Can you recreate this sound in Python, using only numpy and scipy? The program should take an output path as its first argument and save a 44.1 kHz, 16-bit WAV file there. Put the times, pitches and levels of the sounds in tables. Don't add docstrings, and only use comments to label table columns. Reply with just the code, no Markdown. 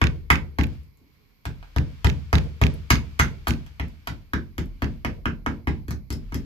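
import sys
import numpy as np
from scipy import signal
from scipy.fft import rfft, irfft
from scipy.io import wavfile

SR = 44100
rng = np.random.default_rng(int(sys.argv[2]) if len(sys.argv) > 2 else 0)


def elevation(decibels):
    levels = np.asarray(decibels, float)
    return 10 ** (levels / 20)


def unload_audio(sound):
    columns = np.transpose(np.atleast_2d(sound))
    steps = np.round(np.clip(columns, -1, 1) * 32767)
    wavfile.write(sys.argv[1], SR, steps.astype(np.int16))


N = 284443

# (time [s], strength [dB], knock of a flat hit [dB], treble of splintering [dB])
CRACK_EVENTS = [(0.0155, -24.5, 10.5, -14), (0.3026, -24.5, 14.5, -1), (0.5862, -28, 4.5, -12.5),
                (1.4541, -37.5, 2, -4), (1.6275, -51.5, 0.5, -11), (1.7625, -33.5, -0.5, -8.5),
                (2.0453, -25.5, 1.5, -6.5), (2.3293, -21.5, -1, -12), (2.615, -21.5, 0.5, -10.5),
                (2.9045, -25.5, 11.5, 5.5), (3.197, -26.5, 11, -0.5), (3.4708, -28.5, 5, -7),
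                (3.4812, -43.5, 2, 14), (3.664, -57, 6.5, 1.5), (3.7973, -37.5, 6, -8.5),
                (4.0729, -36.5, 8, -1.5), (4.3343, -33.5, 8, -8), (4.581, -41.5, 7.5, 1),
                (4.8208, -34, 1.5, -8), (5.0478, -31, 5.5, -10.5), (5.2562, -34.5, 11.5, -12.5),
                (5.4625, -30.5, 5.5, -14), (5.672, -33, 8.5, -15.5), (5.6818, -41, -3, -9),
                (5.882, -60, 15.5, 12), (5.9075, -48, 6.5, 8.5), (6.104, -44.5, 3.5, 5.5),
                (6.127, -56, 7, 15), (6.3223, -44, 4, -10), (6.3441, -55, 15.5, 15)]


def at_hz(points, hz, order=1):
    table = np.array(points)
    return np.interp(np.log(hz), np.log(table[:, 0]), table[:, order])


def clicks(times, gains):
    out = np.full(N, 1e-18)
    places = np.clip((np.asarray(times) * SR).astype(int), 0, N - 1)
    np.add.at(out, places, gains)
    return out


def ring(x, hz, t60):
    r = elevation(-60 / (t60 * SR))
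    w = 2 * np.pi * hz / SR
    return signal.lfilter([0, np.sin(w)], [1, -2 * r * np.cos(w), r * r], x)


def fade(x, t60):
    return signal.lfilter([1], [1, -elevation(-60 / (t60 * SR))], x)


def band(x, low, high):
    sos = signal.butter(2, [low, min(high, .45 * SR)], "band", fs=SR, output="sos")
    return signal.sosfilt(sos, x)


def half_octaves(low, count):
    return [low * 2 ** (k / 2 + np.array([0, .25, .5])) for k in range(count)]


def spectrum_hz():
    return np.maximum(np.fft.rfftfreq(N + 1, 1 / SR), 1)


def sides(x, balance):
    half = at_hz(balance, spectrum_hz()) / 2
    return irfft(rfft(x, N + 1) * elevation(np.array([half, -half])), N + 1)[:, :N]


def bursts(s, family_db, edges_hz, t60, click, spread_db):
    grains = rng.standard_normal(N) * elevation(spread_db * np.minimum(rng.exponential(1, N), 4))
    grains = grains / grains.std()
    out = np.zeros(N)
    for k, (level_db, low, high) in enumerate(zip(family_db, edges_hz, edges_hz[1:])):
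        struck = clicks(s, elevation(level_db))
        dulled_click = click * elevation(-3 * k)
        pulse = dulled_click * struck + fade(struck, t60) * grains
        density = np.sqrt(SR / 2 / (high - low))
        out += (-1) ** k * density * band(pulse, low, high)
    return out


def air():
    # (frequency [Hz], density [dB per Hz])
    spectrum = [(15, -51), (25, -1.5), (92, 7), (313, -3.5), (358, -16.5), (410, -7.5), (600, -24.5),
                (1120, -14), (1360, -47.5), (2210, -17.5), (3510, -55), (4020, -29), (9080, -44.5),
                (12600, -19), (16500, -46.5)]
    # (frequency [Hz], likeness [-1 to 1])
    likeness = [(60, 0.92), (240, 0.2), (950, 0.61), (3770, -0.19), (15000, -0.19)]
    # (frequency [Hz], difference [dB])
    balance = [(60, -14.5), (180, -1.5), (550, 17), (1650, -16.5), (4970, -27.5), (15000, 13.5)]
    level_db = -64
    mid, side = rng.standard_normal((2, N + 1))
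    hz = spectrum_hz()
    alike = np.clip(at_hz(likeness, hz), 0, 1)
    pair = np.sqrt(1 + alike) * rfft(mid) + np.sqrt(1 - alike) * rfft(side) * [[1], [-1]]
    shaped = irfft(pair * elevation(at_hz(spectrum, hz)) / np.sqrt(1 + alike), N + 1)[:, :N]
    return elevation(level_db) * sides(shaped / shaped.mean(axis=0).std(), balance)


def movement():
    # (time [s], sleeve rustle [dB], floor sway [dB])
    course = [(0.0, -68.5, -38.5), (0.5, -76, -57.5), (0.74, -60.5, -80), (0.92, -76, -75),
              (1.15, -69.5, -91), (1.4, -72, -64), (1.62, -63.5, -47), (2.0, -58.5, -45), (2.46, -61, -66),
              (3.1, -59, -48.5), (4.1, -65, -51.5), (4.47, -75, -50.5), (4.9, -63.5, -37),
              (5.8, -106.5, -49.5), (6.23, -65, -41.5), (6.45, -63, -37)]
    recoil_db, recoil_rise_s, recoil_t60_s = -20.5, 0.036, 0.33
    s, rustle_db, sway_db = np.transpose(course)
    t = np.arange(N) / SR
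    left, right, deep = rng.standard_normal((3, N))
    cloth = np.array([left, right])
    rustle = band(cloth, 770, 3800) + 0.5 * band(cloth, 2100, 2400) + 0.17 * band(cloth, 3700, 4760)
    sway = band(band(deep, 35, 47), 35, 47)
    struck, strength_db = np.transpose(CRACK_EVENTS)[:2]
    slow = np.exp(-1 / (recoil_rise_s * SR))
    shake = fade(clicks(struck, elevation(strength_db + recoil_db)), recoil_t60_s)
    recoil = signal.lfilter([1 - slow], [1, -slow], shake)
    sleeve = (elevation(np.interp(t, s, rustle_db)) + recoil) * rustle / rustle.std()
    return sleeve + elevation(np.interp(t, s, sway_db)) * sway / sway.std()


def room_response():
    # (frequency [Hz], early t60 [s], early level [dB], late level [dB])
    decay = [(384, 0.57, -7, -28), (735, 0.22, -1.5, -31), (1340, 0.17, -3.5, -40.5), (2374, 0.2, 0, -40.5),
             (5870, 0.17, 3.5, -40), (11760, 0.17, -9, -33.5)]
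    late_t60_s, right_lag_s = 0.45, .00028
    t = np.arange(SR // 2) / SR
    white = rng.standard_normal((2, 2, len(t)))
    tail = 0
    for k, (low, hz, high) in enumerate(half_octaves(251.0, count=12)):
        early = at_hz(decay, hz, order=2) - 60 * t / at_hz(decay, hz)
        late = at_hz(decay, hz, order=3) - 60 * t / late_t60_s
        tail = tail + (elevation(early) + elevation(late)) * band(white[k % 2], low, high)
    tail = elevation(-27.5) * tail
    tail = tail * np.clip(t / 0.0005 - .6, 0, 1)
    tail[0, 0] += 1
    tail[1, int(right_lag_s * SR)] += .6
    return tail


def room(x, tail):
    # (frequency [Hz], difference [dB])
    balance = [(60, 0.5), (130, 15.5), (290, -16), (640, -3.5), (1410, -5.5), (3100, -3.5), (6820, 4),
               (15000, 10.5)]
    return sides(signal.fftconvolve(x[None], tail, axes=1)[:, :N], balance)


def port_colour(x):
    # (frequency [Hz], gain [dB])
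    response = [(4500, 9.5), (6500, 7.5), (8000, 1.5), (9500, 0.5), (11500, 8.5), (13000, 8), (15000, -5.5),
                (16500, -13.5)]
    return irfft(rfft(x, N + 1) * elevation(at_hz(response, spectrum_hz())), N + 1)[:, :N]


def chips():
    # (time [s], peak level [dB])
    landings = [
        (0.834, -66),
        (0.9728, -64),
        (2.439, -55),
        (2.74, -47.5),
        (3.3094, -69),
        (3.8826, -53.5),
        (4.6578, -56),
    ]
    s, peak_db = np.transpose(landings)
    ticks = fade(clicks(s, elevation(peak_db + 6.0)), 0.0048) * rng.standard_normal(N)
    return band(ticks, 7000, 20000)


def rattles(tail):
    # (time [s], first swing [dB], return swing [dB], loose chatter [dB])
    rocks = [
        (0.0191, -1.5, 1, -40.5),
        (0.3056, -35, -1.5, -34.5),
        (0.590, -9.5, -7, -3.5),
        (1.763, -8.5, -40, -40),
        (2.0482, -3, 0, -6.5),
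        (2.333, 1, -2.5, -10.5),
        (2.6165, 1, -0.5, -24),
        (2.9053, -46, -1.5, -45),
        (3.4860, -4, -10, -42),
        (4.8225, -13.5, -45, -35),
    ]
    # (delay [s], clack [dB], tick [dB], fizz [dB])
    first_swing = [(.021, -16.5, -37.5, -46)]
    return_swing = [(0.0505, -21, -41.5, -54)]
    chatter = [(0.0452, -23.5, -42.5, -45.5), (0.0795, -36.5, -77, -51)]
    edges_hz = [1800, 2800, 7600, 17000]
    # (frequency [Hz], difference [dB])
    balance = [(1500, -15.5), (4000, -17.5), (12000, -3)]
    lag_s = 0.00018
    start, *swings_db = np.transpose(rocks)
    contacts = []
    for swing_db, group in zip(swings_db, (first_swing, return_swing, chatter)):
        for delay, *colour_db in group:
            contacts.append((start + delay, *np.add.outer(colour_db, swing_db)))
    s, clack_db, *upper_db = np.concatenate(contacts, axis=1)
    family_db = np.array([clack_db - 14.0, *upper_db]) - 2.5
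    ticks = bursts(s, family_db, edges_hz, t60=0.013, click=6.6, spread_db=-5.0)
    late = np.r_[np.zeros(int(lag_s * SR)), ticks][:N]
    return elevation(-15) * room(ticks, tail) + sides(np.array([ticks, late]), balance)


def blade():
    # (time [s], upper mode [dB], lower mode [dB])
    rings = [
        (2.3306, -34, -34),
        (2.9048, -17, -22),
        (3.1965, -17.5, -31),
        (5.909, -39, -43),
        (6.1245, -60, -35),
        (6.3426, -58, -37),
    ]
    s, upper_db, lower_db = np.transpose(rings)
    lower = ring(clicks(s, elevation(lower_db - 5)), 5150, .016)
    return lower + ring(clicks(s, elevation(upper_db - 7)), 6250, .018)


def thuds():
    # (time [s], force [dB], rim nearness as gain of the upper modes [dB])
    blows = [(0.0186, -14.5, -3), (0.3054, -17, -3.5), (0.5899, -16.5, 1), (1.014, -64.5, 14),
             (1.4617, -26.5, -11.5), (1.7641, -17.5, -6.5), (2.0474, -13, -21), (2.334, -13.5, -5.5),
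             (2.6161, -12.5, -12.5), (2.9075, -15, 0.5), (3.1972, -17, -4.5), (3.4733, -35, 9),
             (3.4871, -19.5, -2.5), (3.8009, -25.5, -6), (4.0771, -34.5, 0), (4.0947, -33.5, -16),
             (4.3379, -24, 5), (4.585, -26, 5.5), (4.8244, -22, 4.5), (5.051, -24.5, 2), (5.26, -24, 5),
             (5.4687, -26, 8.5), (5.6748, -21, 4.5), (5.8846, -26.5, 0), (5.9136, -31.5, -31),
             (6.1046, -28.5, 5), (6.136, -32, -0.5), (6.3252, -29.5, 1), (6.3524, -31, 6)]
    # (frequency [Hz], t60 [s], share left [signed], share right [signed])
    block = [(49.2, 0.44, -0.44, -0.27), (63.8, 0.31, -0.34, -0.12), (69.2, 0.6, 0.75, -0.28),
             (73.0, 0.46, 0.67, 0.84), (77.4, 0.6, 0.29, 0.33), (98.8, 0.18, 0.57, 0.85),
             (119.2, 0.12, -1.0, -0.91), (135.0, 0.52, 0.28, 0.33), (154.3, 0.45, -0.33, -0.48),
             (164.5, 0.23, 0.34, 0.44), (181.1, 0.27, -0.31, -0.2), (199.5, 0.56, 0.16, 0.16),
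             (229.6, 0.35, 0.4, 0.29), (255.4, 0.19, -0.22, 0.06), (262.9, 0.49, 0.07, 0.05),
             (271.7, 0.31, -0.13, -0.29), (296.6, 0.13, -0.36, -0.25), (327.1, 0.13, -0.17, -0.3),
             (360.9, 0.27, -0.06, -0.06), (400.9, 0.1, -0.08, -0.09)]
    # (frequency [Hz], t60 [s], share left [ratio], share right [ratio])
    hollow = [(42.2, 0.38, .12, 0.028), (241, 0.28, 0.04, 0.082), (259.7, 0.49, 0.047, 0.04),
              (337, 0.4, 0.075, .07)]
    # (frequency [Hz], density [dB per Hz], t60 [s])
    rumble = [(30.2, -47, .8), (50.7, -20, 0.3), (66.4, -7.5, 1), (111, -2, 0.32), (190, -7, 0.37),
              (326, -8, 0.25), (540, -39, 0.072)]
    s, deep_db, rim_db = np.transpose(blows)
    middle_db = deep_db + 0.18 * rim_db - 1.5
    upper_db = deep_db + rim_db
    chance = rng.standard_normal((len(s), len(block)))
    out = np.zeros((2, N))
    for k, (hz, t60, left, right) in enumerate(block):
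        mode_db = deep_db if hz < 175 else middle_db if hz < 215 else upper_db
        strength = elevation(mode_db + .7 * chance[:, k])
        out += np.outer([left, right], ring(clicks(s, strength), hz, t60))
    for hz, t60, left, right in hollow:
        out += np.outer([left, right], ring(clicks(s + .012, elevation(upper_db)), hz, t60))
    white = rng.standard_normal((2, 3, N))
    for k, (low, hz, high) in enumerate(half_octaves(26.38, count=9)):
        strength = elevation(np.maximum(deep_db, upper_db if hz > 175 else -99))
        decay = fade(clicks(s, strength), at_hz(rumble, hz, order=2))
        swell = signal.lfilter([.002], [1, -.998], decay)
        shared, left, right = band(white[k % 2], low, high)
        out += elevation(at_hz(rumble, hz) + 18.5) * swell * (shared + 0.51 * np.array([left, right]))
    return out


def cracks():
    # (time [s], strength [dB], knock [dB], treble [dB])
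    grazes = [
        (2.9022, -39, 12, 2.5),
        (3.1922, -31, 6, 1.2),
    ]
    edges_hz = [450, 1100, 2000, 3800, 7600, 17000]
    # (share of treble [ratio], share of knock [ratio], level [dB])
    splintering = [(.4, 0.29, -1.5), (.8, 0.076, -2.5), (1.2, 0.046, 1.5)]
    # (frequency [Hz], level [dB], t60 [s])
    slap_modes = [(1360, -2, 0.002), (5200, -18.5, 0.0065)]
    # (frequency [Hz], level [dB], t60 [s])
    blank = [(574.3, -42.5, 0.036), (790, -12, 0.06), (1347, 0, 0.0054), (1441, 8, 0.0058),
             (1700, 9.5, 0.014), (2260, 0, 0.004), (3183, -36, 0.0041), (4320, -34.5, 0.016),
             (5050, 1.5, 0.006), (5810, 1, 0.054), (10700, -10.5, 0.014), (11600, 14, 0.017)]
    slap_delay_s = 0.002156
    s, body_db, knock_db, treble_db = np.transpose(CRACK_EVENTS + grazes)
    relative_db = [0 * s, knock_db + 0.5]
    for share, flat, db in splintering:
        relative_db.append(share * treble_db + flat * knock_db + db)
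    family_db = body_db + np.array(relative_db)
    bite = bursts(s - .0012, family_db[:3] - 18.5, edges_hz, t60=0.011, click=0, spread_db=1.0)
    snap = bursts(s, family_db - 5.0, edges_hz, t60=0.0088, click=9.73, spread_db=2.5)
    tear = bursts(s, family_db - 15.5, edges_hz, t60=0.052, click=0, spread_db=4.0)
    slap = clicks(s + slap_delay_s, elevation(body_db + knock_db))
    contact = bite + snap + tear + sum(elevation(db) * ring(slap, hz, t60) for hz, db, t60 in slap_modes)
    out = contact.copy()
    for k, (hz, db, t60) in enumerate(blank):
        out += (-1) ** k * elevation(db - 50) * ring(contact, hz, t60)
    return out


def scene():
    tail = room_response()
    near = room(cracks() + blade() + chips(), tail) + rattles(tail)
    return thuds() + port_colour(near) + movement() + air()


def roll_off(x):
    return signal.sosfilt(signal.butter(12, 16980, fs=SR, output="sos"), x)


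def record(dry):
    rounded = 1.442 * np.tanh(dry / 1.394)
    low_pass = signal.cheby2(10, 60, 16200 + 750, fs=SR, output="sos")
    cut = signal.sosfilt(low_pass, rounded)
    return roll_off(np.clip(cut, -1, 1))


dry = scene()
out = record(dry)
unload_audio(out)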